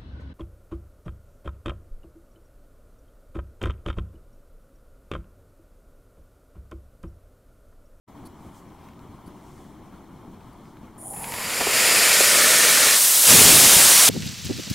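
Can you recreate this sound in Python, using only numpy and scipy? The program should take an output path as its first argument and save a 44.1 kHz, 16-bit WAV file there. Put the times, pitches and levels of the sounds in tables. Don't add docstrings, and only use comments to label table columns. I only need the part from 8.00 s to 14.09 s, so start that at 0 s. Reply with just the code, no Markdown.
import sys
import numpy as np
from scipy import signal
from scipy.fft import rfft, irfft
from scipy.io import wavfile
from scipy.ndimage import uniform_filter1d

SR = 44100
rng = np.random.default_rng(int(sys.argv[2]) if len(sys.argv) > 2 else 0)


def bounce(signal):
    frames = np.transpose(np.atleast_2d(signal))
    limited = np.clip(frames, -1, 1)
    pcm = np.round(limited * 32767).astype(np.int16)
    wavfile.write(sys.argv[1], SR, pcm)


N = 268569
TIME = np.arange(N) / SR
BINS = np.fft.rfftfreq(1024, 1 / SR)
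FRAMES = np.arange(N // 256 + 5)[:, None] * 256 / SR

CATCH_S, LIGHT_S, THIN_S, FLARE_S = 2.979, 3.123, 4.97, 5.268
# frequency in Hz, relative density in dB.
SNAP_SPECTRUM = [(200, 1), (900, -1.5), (2200, 3.5), (4000, -6), (6500, -12), (9000, -24), (16000, -14)]
# frequency in Hz, side level against the middle in dB.
MOTOR_WIDTH = [(60, -12), (200, -19), (400, -31), (800, -25), (1400, -89), (3000, -75), (4500, -89),
               (9000, -43), (15000, -40)]


def amp(db):
    return 10 ** (np.asarray(db) / 20)


def unit(x):
    return x / np.sqrt(np.mean(x ** 2) + 1e-20)


def curve(points, hz):
    f, value = np.transpose(points)
    return np.interp(np.log(hz + 1), np.log(f + 1), value)


def add(mix, s, sound):
    part = mix[round(s * SR):][:len(sound)]
    part += sound[:len(part)]


def passed(s, over_s):
    return .5 + .5 * np.tanh(2 * (TIME - s) / over_s)


def settling(s, tau_s):
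    return np.exp(-np.maximum(TIME - s, 0) / tau_s)


def swell(s, rise_s, depth_db, hold_s, fall_db_per_s):
    fall_db = fall_db_per_s * np.maximum(TIME - s - hold_s, 0)
    return amp(-depth_db * settling(s, rise_s) - fall_db) * (TIME >= s)


def framed(control):
    return np.interp(FRAMES, TIME, control)


def wander(rate_hz):
    hz = np.fft.rfftfreq(N, 1 / SR)
    return unit(irfft(rfft(rng.standard_normal(N)) / (1 + (hz / rate_hz) ** 4), N))


def resonances(modes, hz):
    return np.sqrt(sum((amp(db) / (1 + 2 * ((hz - f) / width) ** 2)) ** 2 for f, width, db in modes))


def pipe(echo):
    spacing_hz = 2410
    return 1 / abs(1 - np.clip(echo, 0, .8) * np.exp(2j * np.pi * BINS / spacing_hz))


def turbulence(colour, width, patchy_db, band=slice(None)):
    mid_re, mid_im, side_re, side_im, eddies = rng.standard_normal((5, len(FRAMES), len(BINS)))
    eddies = unit(uniform_filter1d(uniform_filter1d(eddies, size=4, axis=0), size=12, axis=1))
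    eddies *= curve([(500, 0.69), (3000, 0.93), (8000, 0.7)], BINS)
    colour = colour / np.sqrt(np.sum(colour[..., band] ** 2, axis=-1, keepdims=True))
    mid = mid_re + 1j * mid_im
    side = amp(curve(width, BINS)) * (side_re + 1j * side_im)
    spectra = np.array([mid + side, mid - side]) * colour * amp(patchy_db * eddies)
    _, noise = signal.istft(spectra, nperseg=1024, noverlap=768, time_axis=1, freq_axis=2)
    return np.sqrt(3 / 2) * noise[:, :N]


def burst(length_s, spectrum):
    colour = amp(curve(spectrum, np.fft.rfftfreq(SR, 1 / SR)))
    noise = irfft(rfft(rng.standard_normal(SR)) * colour)
    return unit(noise[:round(length_s * SR)])


def snaps(rows):
    out, t = np.zeros(N), np.arange(SR // 8) / SR
    for s, db, t60 in rows:
        crack = burst(len(t) / SR, SNAP_SPECTRUM) * np.exp(-np.log(1000) * t / t60)
        add(out, s, amp(db) * crack / abs(crack).max())
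    return out


def torch():
    # frequency in Hz, relative density in dB.
    spectrum = [(15, -33), (25, -4), (157, -1), (189, -3.5), (222, 0.5), (342, -2.5), (473, -15),
                (929, -12.5), (1120, -15.5), (2200, -30), (2520, -30.5), (3050, -30.5), (3990, -34),
                (5370, -36.5), (15800, -41.5)]
    # centre in Hz, width in Hz, gain in dB.
    tube = [(300, 180, -1.5), (560, 200, -0.5), (1030, 560, 2.5), (1570, 460, -1.5), (2180, 390, 4),
            (2660, 280, -5), (3220, 400, 3), (4800, 360, -6)]
    # frequency in Hz, side level against the middle in dB.
    stereo_width = [(60, -25), (300, -14.5), (700, -13.5), (3000, -27), (6000, -3), (15000, -6)]
    on_s, away_s, torch_db, night_db, fade_db_per_s = 0.081, 3.06, -46, -56.5, 16
    tube_db = sum(db * np.exp(-(2 * (BINS - hz) / width) ** 2) for hz, width, db in tube)
    roar = turbulence(amp(curve(spectrum, BINS) + tube_db), stereo_width, patchy_db=2.0)
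    level_db = np.maximum(torch_db - fade_db_per_s * np.maximum(TIME - away_s, 0), night_db)
    flutter_db = .8 * wander(rate_hz=12)
    lean_left = amp([[.8], [-.8]])
    return roar * passed(on_s, over_s=0.009) * amp(level_db + flutter_db) * lean_left


def spits():
    # start in seconds, length in seconds, level in dB.
    escapes = [(0.249, 0.031, -54.5), (1.256, 0.034, -61), (2.525, .014, -65)]
    # frequency in Hz, relative density in dB.
    spectrum = [(2000, -25), (4100, -6), (4600, 2), (5100, -13), (8800, -10), (10300, 0), (11300, -8),
                (12500, -7), (14000, -16), (15500, -20)]
    out = np.zeros(N)
    for s, length_s, db in escapes:
        gas = burst(length_s, spectrum)
        add(out, s, amp(db) * gas * signal.windows.tukey(len(gas), .5))
    return out


def sleeves():
    # start in seconds, length in seconds, level in dB, centre in Hz.
    brushes = [(0.356, 0.21, -67, 7500), (0.498, 0.15, -61, 7000), (0.697, 0.32, -63, 2200),
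               (1.246, 0.6, -64.5, 6500), (2.58, 0.21, -67, 5000)]
    out = np.zeros(N)
    for s, length_s, db, hz in brushes:
        cloth = burst(length_s, [(hz / 5, -16), (hz, 0), (hz * 1.3, -2), (hz * 3, -16)])
        add(out, s, amp(db) * cloth * np.hanning(len(cloth)))
    return out


def ticks():
    # start in seconds, peak in dB, time to fall 60 dB in seconds.
    flame_ticks = [(.8424, -46, .015), (.8869, -42, .018), (.9344, -48, .015), (.9931, -42, .012),
                   (2.4074, -49, .012), (2.6544, -44, .012), (2.7701, -44, .015)]
    return snaps(flame_ticks)


def heated(cold_hz, hot_hz):
    return framed(hot_hz + (cold_hz - hot_hz) * settling(CATCH_S, tau_s=0.31))


def ignition():
    # frequency in Hz, relative density in dB.
    fizz_spectrum = [(4000, -28), (6100, -10), (6900, -1), (8000, 1), (9600, -5), (10400, -6), (11200, 4),
                     (12600, 1), (13700, -15), (15500, -4)]
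    fizz_db, whistle_db, hollow_db = -37.5, -36, -36
    unlit = framed(1 - passed(LIGHT_S, over_s=.05))
    top_db = unlit * curve([(12500, 0), (14000, -3)], BINS)
    fizz_colour = amp(curve(fizz_spectrum, BINS) + top_db) * pipe(echo=0.29)
    fizz = turbulence(fizz_colour, MOTOR_WIDTH, patchy_db=0.0)
    fizz *= amp(fizz_db) * swell(CATCH_S, rise_s=0.14, depth_db=20.5, hold_s=0, fall_db_per_s=0)
    whistle_modes = [(heated(cold_hz=9400, hot_hz=10500), 700, 0)]
    whistle = turbulence(resonances(whistle_modes, BINS), MOTOR_WIDTH, patchy_db=3.0)
    whistle *= amp(whistle_db) * swell(CATCH_S, rise_s=0.061, depth_db=15, hold_s=0.13, fall_db_per_s=26)
    chamber_modes = [(heated(cold_hz=625, hot_hz=1080), 170, 0), (155, 70, 0), (500, 130, -9)]
    hollow = turbulence(resonances(chamber_modes, BINS), MOTOR_WIDTH, patchy_db=3.0)
    hollow *= amp(hollow_db) * swell(CATCH_S, rise_s=0.12, depth_db=23.5, hold_s=0.3, fall_db_per_s=35)
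    sputter_db = 0.3 * wander(rate_hz=55)
    return (fizz + whistle + hollow) * amp(sputter_db)


def crackle():
    per_second, spread_db, level_db, decay_s = 130, 4.5, -35, 0.00093
    fires = rng.random(N) < per_second / SR
    grains = fires * amp(spread_db * np.minimum(rng.exponential(1, N), 3))
    snap = burst(.004, SNAP_SPECTRUM)
    snap *= np.exp(-np.arange(len(snap)) / SR / decay_s)
    envelope = swell(LIGHT_S, rise_s=.2, depth_db=42, hold_s=0.37, fall_db_per_s=80)
    return unit(signal.oaconvolve(grains, snap)[:N]) * amp(level_db) * envelope


def jet():
    # frequency in Hz, relative density in dB.
    spectrum = [(35, -43), (60, -6), (180, -13), (221, -6), (329, -12), (446, -6), (837, -10), (897, -8.5),
                (1240, -7.5), (3240, -4.5), (4700, -4), (9460, -1), (14100, -8.5), (15800, -12)]
    base_db, sag_db_per_s = -21, 4
    filling_db = -44.5 * settling(LIGHT_S, tau_s=.27)
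    surge_db = -3 * (1 - passed(3.73, over_s=0.067))
    pressure_db = filling_db + surge_db
    clogged = 1 - passed(4.2, over_s=0.44)
    flare = passed(FLARE_S, over_s=0.066)
    thin = passed(THIN_S, over_s=.08) - flare
    whoosh = np.exp(-((TIME - FLARE_S - 0.042) / 0.017) ** 2)
    flare_db = flare * (5.3 - sag_db_per_s * (TIME - FLARE_S))
    level_db = base_db + pressure_db - 2.3 * thin + flare_db + 1.8 * whoosh

    tilt_db_per_octave = -2.6 + 5.1 * thin + 2.8 * flare
    treble_db = framed(tilt_db_per_octave) * np.log2(np.clip(BINS, 2000, None) / 5000)
    body_db = -9 + 9 * clogged + 10 * thin + 9.5 * flare - 0.47 * pressure_db + 4 * whoosh
    low_shelf_db = framed(body_db) / (1 + (BINS / 2000) ** 2)
    bass_cut_db = curve([(60, -13.0), (250, -6), (700, 1.0)], BINS)
    colour = amp(curve(spectrum, BINS) + treble_db + low_shelf_db + bass_cut_db)
    colour *= pipe(echo=.32 * framed(clogged))
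    hiss = turbulence(colour, MOTOR_WIDTH, patchy_db=1.13, band=(BINS > 3500) & (BINS < 6500))
    flutter_db = 0.27 * wander(rate_hz=67)
    return hiss * amp(level_db + flutter_db) * passed(LIGHT_S, over_s=.07)


def burn():
    # centre in Hz, width in Hz, relative level in dB.
    throat_modes = [(205, 79, -8), (480, 220, -2.5), (606, 97, 1), (1070, 150, -10), (1376, 260, 1.5),
                    (1830, 142, 6), (2260, 350, 1.5)]
    level_db = -21
    waver = framed(1 + 0.031 * wander(rate_hz=12.4))
    roar = turbulence(resonances(throat_modes, BINS * waver), MOTOR_WIDTH, patchy_db=0.2)
    envelope = swell(LIGHT_S, rise_s=0.41, depth_db=42, hold_s=1.295, fall_db_per_s=7.5)
    envelope *= 1 - passed(THIN_S, over_s=.05)
    chug_db = 1.73 * wander(rate_hz=120)
    return roar * envelope * amp(level_db + chug_db)


def sparks():
    # start in seconds, peak in dB, time to fall 60 dB in seconds.
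    cracks = [(3.135, -42, .04), (3.165, -37, .04), (3.234, -33, .015), (3.2422, -24.5, 0.022),
              (3.3215, -21, 0.016), (3.339, -19, 0.02)]
    return snaps(cracks)


def pops():
    # start in seconds, peak in dB, pitch in Hz, time for the envelope to fall 60 dB in seconds.
    pockets = [(3.606, -14, 617, 0.065), (3.668, -14, 476, 0.033), (4.203, -10, 540, 0.043),
               (4.679, -22, 557, .03), (4.868, -16.5, 540, .025), (5.288, -19, 706, 0.18),
               (5.412, -12, 380, 0.052), (5.537, -17, 139, .06), (5.763, -16, 170, 0.025)]
    attack_s = 0.0041
    out, t = np.zeros(N), np.arange(SR // 8) / SR
    for s, db, hz, t60 in pockets:
        gas = burst(len(t) / SR, [(hz / 4, -15), (hz / 2, -6), (hz, 0), (hz * 2, -9), (hz * 4, -28)])
        knock = np.sin(2 * np.pi * hz * t) * np.exp(-t * hz / 2)
        envelope = (1 - np.exp(-t / attack_s)) * np.exp(-np.log(1000) * t / t60)
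        pop = (knock + gas) * envelope
        add(out, s, amp(db) * pop / abs(pop).max())
    return out


def plume():
    # frequency in Hz, relative density in dB.
    spectrum = [(25, -40), (60, -22), (110, -3), (180, -3.5), (300, -5), (500, -9.5), (900, -14.5),
                (2000, -54), (6000, -56)]
    # frequency in Hz, side level against the middle in dB.
    stereo_width = [(60, -11), (200, -18), (400, -12), (800, -15), (1500, -24)]
    level_db = -24
    roar = turbulence(amp(curve(spectrum, BINS)), stereo_width, patchy_db=0.7)
    envelope = swell(FLARE_S, rise_s=0.011, depth_db=22, hold_s=.31, fall_db_per_s=37)
    flutter_db = 1.2 * wander(rate_hz=31)
    lean_left = amp([[.7], [-.7]])
    return roar * envelope * amp(level_db + flutter_db) * lean_left


def scene():
    motor = ignition() + crackle() + sparks() + jet() + burn() + pops() + plume()
    return torch() + ticks() + spits() + sleeves() + motor


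def record(dry):
    ceiling, cutoff_hz = .68, 15820
    rounded = dry / (1 + (dry / ceiling) ** 8) ** (1 / 8)
    lowpass = signal.firwin(511, cutoff_hz, window=("kaiser", 9), fs=SR)
    return signal.oaconvolve(rounded, lowpass[None], "same")


dry = scene()
out = record(dry)
bounce(out)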